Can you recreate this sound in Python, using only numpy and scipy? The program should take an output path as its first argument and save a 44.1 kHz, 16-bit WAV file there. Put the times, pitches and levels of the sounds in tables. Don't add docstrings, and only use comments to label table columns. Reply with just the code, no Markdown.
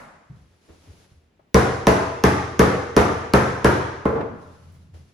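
import sys
import numpy as np
from scipy import signal
from scipy.fft import rfft, irfft, next_fast_len
from scipy.io import wavfile
from scipy.ndimage import uniform_filter1d, minimum_filter1d, map_coordinates

SR = 44100
rng = np.random.default_rng(int(sys.argv[2]) if len(sys.argv) > 2 else 0)


def generate_wav(signal):
    frames = np.transpose(np.atleast_2d(signal))
    scaled = np.clip(frames, -1, 1) * 32767
    pcm = np.round(scaled).astype(np.int16)
    wavfile.write(sys.argv[1], SR, pcm)


N = 226444
T = np.arange(round(1.3 * SR)) / SR


def amp(db):
    return 10 ** (np.asarray(db) / 20)


def along(points, hz):
    freqs, values = np.transpose(points)
    return np.interp(np.log(hz + 1), np.log(freqs + 1), values)


def filtered(x, response):
    n = x.shape[-1]
    padded = next_fast_len(n + SR // 10)
    return irfft(rfft(x, padded) * response(np.fft.rfftfreq(padded, 1 / SR)), padded)[..., :n]


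def fade(t60, rise):
    return np.exp(-np.log(1000) * T / t60) * (1 - np.exp(-T / rise))


def add(track, s, sound):
    start = round(s * SR)
    a, b = max(start, 0), min(start + sound.shape[-1], N)
    track[:, a:b] += sound[..., a - start:b - start]


# frequency in Hz, left-right correlation.
MIC_LIKENESS = [(100, 0.96), (250, 0.81), (500, 0.43), (1200, 0.065), (3500, 0.25), (6000, 0.12),
                (7000, 0.13), (8000, 0.59)]

def noise(spectrum, size=len(T)):
    def response(hz):
        angle = np.arccos(np.clip(along(MIC_LIKENESS, hz), -1, 1)) / 2
        return amp(along(spectrum, hz)) * [np.cos(angle), np.sin(angle)]
    mid, side = filtered(rng.standard_normal((2, size)), response)
    pair = np.array([mid + side, mid - side])
    return pair / pair.std()


# frequency in Hz, t60 in seconds.
ROOM_DECAY = [(60, 0.92), (200, 0.75), (500, 0.89), (1300, 1), (3000, 1), (6000, 1), (10000, 0.73),
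              (14000, 0.31), (16000, 0.15)]

def reverberate(x, patchy_db=0.78):
    hz, t, bins = signal.stft(x, SR, nperseg=256)
    patches = uniform_filter1d(rng.standard_normal(bins.shape[1:]), size=2, axis=0)
    patches = uniform_filter1d(patches, size=7, axis=1)
    unevenness = amp(patchy_db * patches / patches.std())
    decay = np.exp(-np.log(1000) * t / along(ROOM_DECAY, hz)[:, None])
    return signal.istft(bins * decay * unevenness, SR, nperseg=256)[1][:, :len(T)]


# frequency in Hz, relative level in dB.
HUSH_SPECTRUM = [(22, -34), (45, -2.5), (100, -4.5), (200, -3), (400, -8.5), (1000, -18), (2700, -21.5),
                 (15000, -44)]
# frequency in Hz, relative level in dB.
LINGER_SPECTRUM = [(24, -36), (40, -8), (103, -12.5), (182, -4), (364, -16), (527, -7.5), (1350, -9),
                   (2110, -16.5), (3140, -29.5), (10600, -35.5), (15000, -47)]

def room_tone(hush_db=-65, linger_db=-41):
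    track = amp(hush_db) * noise(HUSH_SPECTRUM, size=N)
    add(track, 0, amp(linger_db) * reverberate(noise(LINGER_SPECTRUM)))
    return track


# start in seconds, level in dB.
FLOOR_BUMPS = [(0.297, -40), (0.35, -47), (0.411, -49.5), (.7, -50), (.885, -47.5), (1.116, -47.5),
               (4.154, -24), (4.199, -27.5), (4.302, -34.5), (4.945, -45.5)]

def bumps(tail_db=-11, light_db=-40, light_hz=151, octaves_per_db=0.16):
    track = np.zeros((2, N))
    for s, db in FLOOR_BUMPS:
        dull_hz = light_hz * 2 ** (octaves_per_db * (db - light_db))
        thud = noise([(35, -32), (75, 0), (max(dull_hz, 80), 0), (2 * dull_hz, -20), (20 * dull_hz, -75)])
        envelope = fade(0.29, rise=0.0014) + amp(tail_db) * fade(0.79, rise=0.0028)
        add(track, s, amp(db) * thud * envelope)
    return track


def held(t, start, end, build_s=0.11, settle_s=0.083):
    return np.exp(-np.maximum(start - t, 0) / build_s - np.maximum(t - end, 0) / settle_s)


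# time in seconds, relative level in dB.
CLOTH_MOVES = [
    [(0.35, -74), (0.578, -73.5), (0.728, -65.5), (1.0, -64), (1.106, -71), (1.25, -81)],
    [(4.45, -66.5), (4.506, -67.5), (4.832, -71), (4.93, -79.5), (4.944, -64), (5.1, -72.5)],
]
# frequency in Hz, relative level in dB.
CLOTH_SPECTRUM = [(100, 0.5), (400, 7), (1000, -0.5), (3000, -4.5), (6000, -5.5), (8000, -12.5),
                  (10500, -10), (14000, -25), (16000, -28.5)]

def clothes(gain_db=7, grain_db=1, grain_hz=40):
    t = np.arange(N) / SR
    rustle = sum(amp(np.interp(t, *np.transpose(move))) * held(t, move[0][0], move[-1][0])
                 for move in CLOTH_MOVES)
    grain = amp(grain_db * map_coordinates(rng.standard_normal(N // 100), [t * grain_hz]))
    return amp(gain_db) * rustle * grain * noise(CLOTH_SPECTRUM, size=N)


# start in seconds, level in dB, centre in Hz.
FLOOR_SCUFFS = [(0.684, -44, 320), (0.87, -50.5, 300), (4.715, -66, 11150), (4.936, -50, 449)]

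def scuffs():
    track = np.zeros((2, N))
    for s, db, hz in FLOOR_SCUFFS:
        rub = noise([(hz / 4, -12), (hz, 0), (2 * hz, -14), (10 * hz, -30), (30 * hz, -48)])
        add(track, s, amp(db) * rub * fade(t60=0.3, rise=0.0047))
    return track


# start and end in seconds, level in dB.
WEIGHT_SHIFTS = [(0.883, 1.002, -56.5), (4.345, 5.015, -49.5)]
# frequency in Hz, relative level in dB.
RUMBLE_SPECTRUM = [(22, -16), (60, -26), (86, 6.5), (110, -11), (135, -3), (220, -13), (500, -47),
                   (3000, -69.5)]

def board_rumble():
    t = np.arange(N) / SR
    weight = sum(amp(db) * held(t, start, end) for start, end, db in WEIGHT_SHIFTS)
    return weight * noise(RUMBLE_SPECTRUM, size=N)


# start in seconds, level in dB, centre in Hz.
SMALL_TICKS = [(1.394, -48, 690), (4.208, -32, 1620)]

def ticks(tail_db=-20):
    track = np.zeros((2, N))
    for s, db, hz in SMALL_TICKS:
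        tick = noise([(hz / 4, -16), (hz, 0), (2 * hz, -13), (4 * hz, -34), (10 * hz, -50)])
        envelope = fade(0.046, rise=0.00093) + amp(tail_db) * fade(0.86, rise=0.0045)
        add(track, s, amp(db) * tick * envelope)
    return track


# frequency in Hz, relative level in dB.
JOINT_SPECTRUM = [(300, -25), (1500, 0.5), (3500, -2.5), (5800, -2.5), (8000, -10), (10500, -4.5),
                  (14500, -13.5), (16500, -22)]

def joint(pitch_hz, gain_db=-4.5, peak_db=8, width_hz=850):
    burst = noise(JOINT_SPECTRUM)[0]
    burst = filtered(burst, lambda hz: amp(peak_db * np.exp(-((hz - pitch_hz) / width_hz) ** 2)))
    return amp(gain_db) * burst / burst.std() * fade(t60=0.0071, rise=0.00073)


# frequency in Hz, share of the ripple depth.
RIPPLE_SHARE = [(60, 0.35), (500, 0.87), (1600, 0.58), (4000, 0.29)]

def ripple(hz, depth_db=3.0, spacing_hz=70):
    curve = map_coordinates(rng.standard_normal(1000), [hz / spacing_hz], mode="wrap")
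    return depth_db * curve * along(RIPPLE_SHARE, hz)


def ring(modes, rise, scatter_db, detune):
    sound = np.zeros(len(T))
    for k, (hz, db, t60) in enumerate(modes):
        gain = (-1) ** k * amp(db + scatter_db * rng.standard_normal())
        pitch_hz = hz * (1 + detune * rng.standard_normal())
        sound += gain * fade(t60, rise) * np.sin(2 * np.pi * pitch_hz * T)
    return sound


# start in seconds, strength in dB, click pitch in Hz.
MALLET_BLOWS = [(1.544, 0.14, 6100), (1.869, 0, 5500), (2.238, 0, 5760), (2.593, 0.12, 6000),
                (2.9652, 0, 5500), (3.3358, 0, 4170), (3.6451, 0, 6840), (4.054, -7.5, 2520)]
# frequency in Hz, relative level in dB, t60 in seconds.
EDGE_MODES = [(1130, -19, 0.0095), (1556, -17.5, 0.023), (1730, -16, 0.026), (2310, -15, 0.013),
              (2800, -18, 0.014)]
PLANK_MODES = [(78.7, -14, 0.11), (202.6, -2, 0.066), (327.4, -4, 0.059), (431, -5, 0.077),
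               (557, -4, 0.045), (750, -15.5, 0.025), (1031, -8.5, 0.031)]
FLOOR_MODES = [(68.3, -14.5, 0.26), (83.7, -20.5, .8), (129, -20.5, 0.85), (182.1, -18, 0.42),
               (200.4, -17.5, 0.24), (232, -25.5, 0.059), (280.7, -22.5, 0.64), (333.5, -23, 0.59),
               (361, -24.5, 0.71), (405.4, -25.5, 0.96), (425.5, -22, 0.56), (462, -24.5, 1),
               (477, -22.5, 0.46), (548, -19, 0.15), (586, -27.5, 0.24), (650, -27.5, 0.084)]
# frequency in Hz, relative level in dB.
ECHO_SPECTRUM = [(22, -39.5), (45, -12), (80, 5.5), (130, -1), (250, -1), (450, 1.5), (750, -2.5),
                 (1150, -1.5), (1800, -8), (3000, -21), (4500, -25), (6000, -24), (7500, -32),
                 (10500, -30.5), (14500, -39.5), (16000, -55)]
# delay in seconds, level in dB against the direct knock.
WALL_BOUNCES = [(.0093, -16.5), (0.0267, -15), (0.0442, -15.5)]

def mallet(echo_db=-14, early_db=-19, floor_db=-1.9, squash_s=0.001023, repeat_hz=650):
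    track = np.zeros((2, N))
    repeated = lambda hz: 1 / np.sqrt(1 + (hz / repeat_hz) ** 4)
    bass = filtered(noise(ECHO_SPECTRUM), repeated)
    for blow, (s, strength_db, pitch_hz) in enumerate(MALLET_BLOWS):
        thump_db = strength_db + 1.44 - 0.24 * blow
        knock_db = 1.65 * strength_db - 1.26 + 0.36 * blow
        click_db = 2.66 * strength_db + 0.83 - 0.4363 * blow
        balance = [(500, thump_db), (1400, knock_db), (5000, click_db)]
        treble = filtered(noise(ECHO_SPECTRUM), lambda hz: np.sqrt(1 - repeated(hz) ** 2))
        field = filtered(bass + treble, lambda hz: amp(along(balance, hz) + ripple(hz)))
        echo = amp(echo_db) * reverberate(field) * (1 - np.exp(-T / 0.0012))
        early = amp(early_db) * field * fade(t60=0.16, rise=0.0026)
        edge = ring(EDGE_MODES, rise=0.0011, scatter_db=3.5, detune=0.0052)
        plank = ring(PLANK_MODES, rise=0.0028, scatter_db=0.55, detune=0.02)
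        floor = ring(FLOOR_MODES, rise=0.001, scatter_db=2, detune=0.0037)
        knock = amp((knock_db + click_db) / 2) * edge + amp(thump_db) * plank
        add(track, s, amp(click_db) * joint(pitch_hz) + early + echo)
        add(track, s + squash_s, knock + amp(thump_db + floor_db) * floor)
        for delay, db in WALL_BOUNCES:
            add(track, s + squash_s + delay, amp(db) * knock)
    return track


def skid(start_s=4.1, db=-19, hz=458, sharpness=40):
    friction = noise([(200, -20), (hz, 0), (1000, -20)])
    hum = filtered(friction, lambda f: 1 / (1 + 1j * sharpness * (f - hz) / hz))
    track = np.zeros((2, N))
    add(track, start_s, amp(db) * hum / hum.std() * fade(t60=0.5, rise=0.0057))
    return track


def scene():
    mix = mallet() + skid() + bumps() + ticks() + scuffs() + clothes() + board_rumble() + room_tone()
    return mix * amp([[0.3], [-0.3]])


def record(dry, lag_s=0.000287, ceiling=0.94, top_hz=16600):
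    late_treble = lambda hz: np.exp(-2j * np.pi * hz * lag_s * (hz * lag_s > 2))
    pair = filtered(dry, lambda hz: np.array([late_treble(hz), np.ones_like(hz)]))
    needed_gain = np.minimum(1, ceiling / (np.abs(pair).max(axis=0) + 1e-9))
    gain = uniform_filter1d(minimum_filter1d(needed_gain, size=89), size=89)
    return filtered(pair * gain, lambda hz: hz < top_hz)


dry = scene()
out = record(dry)
generate_wav(out)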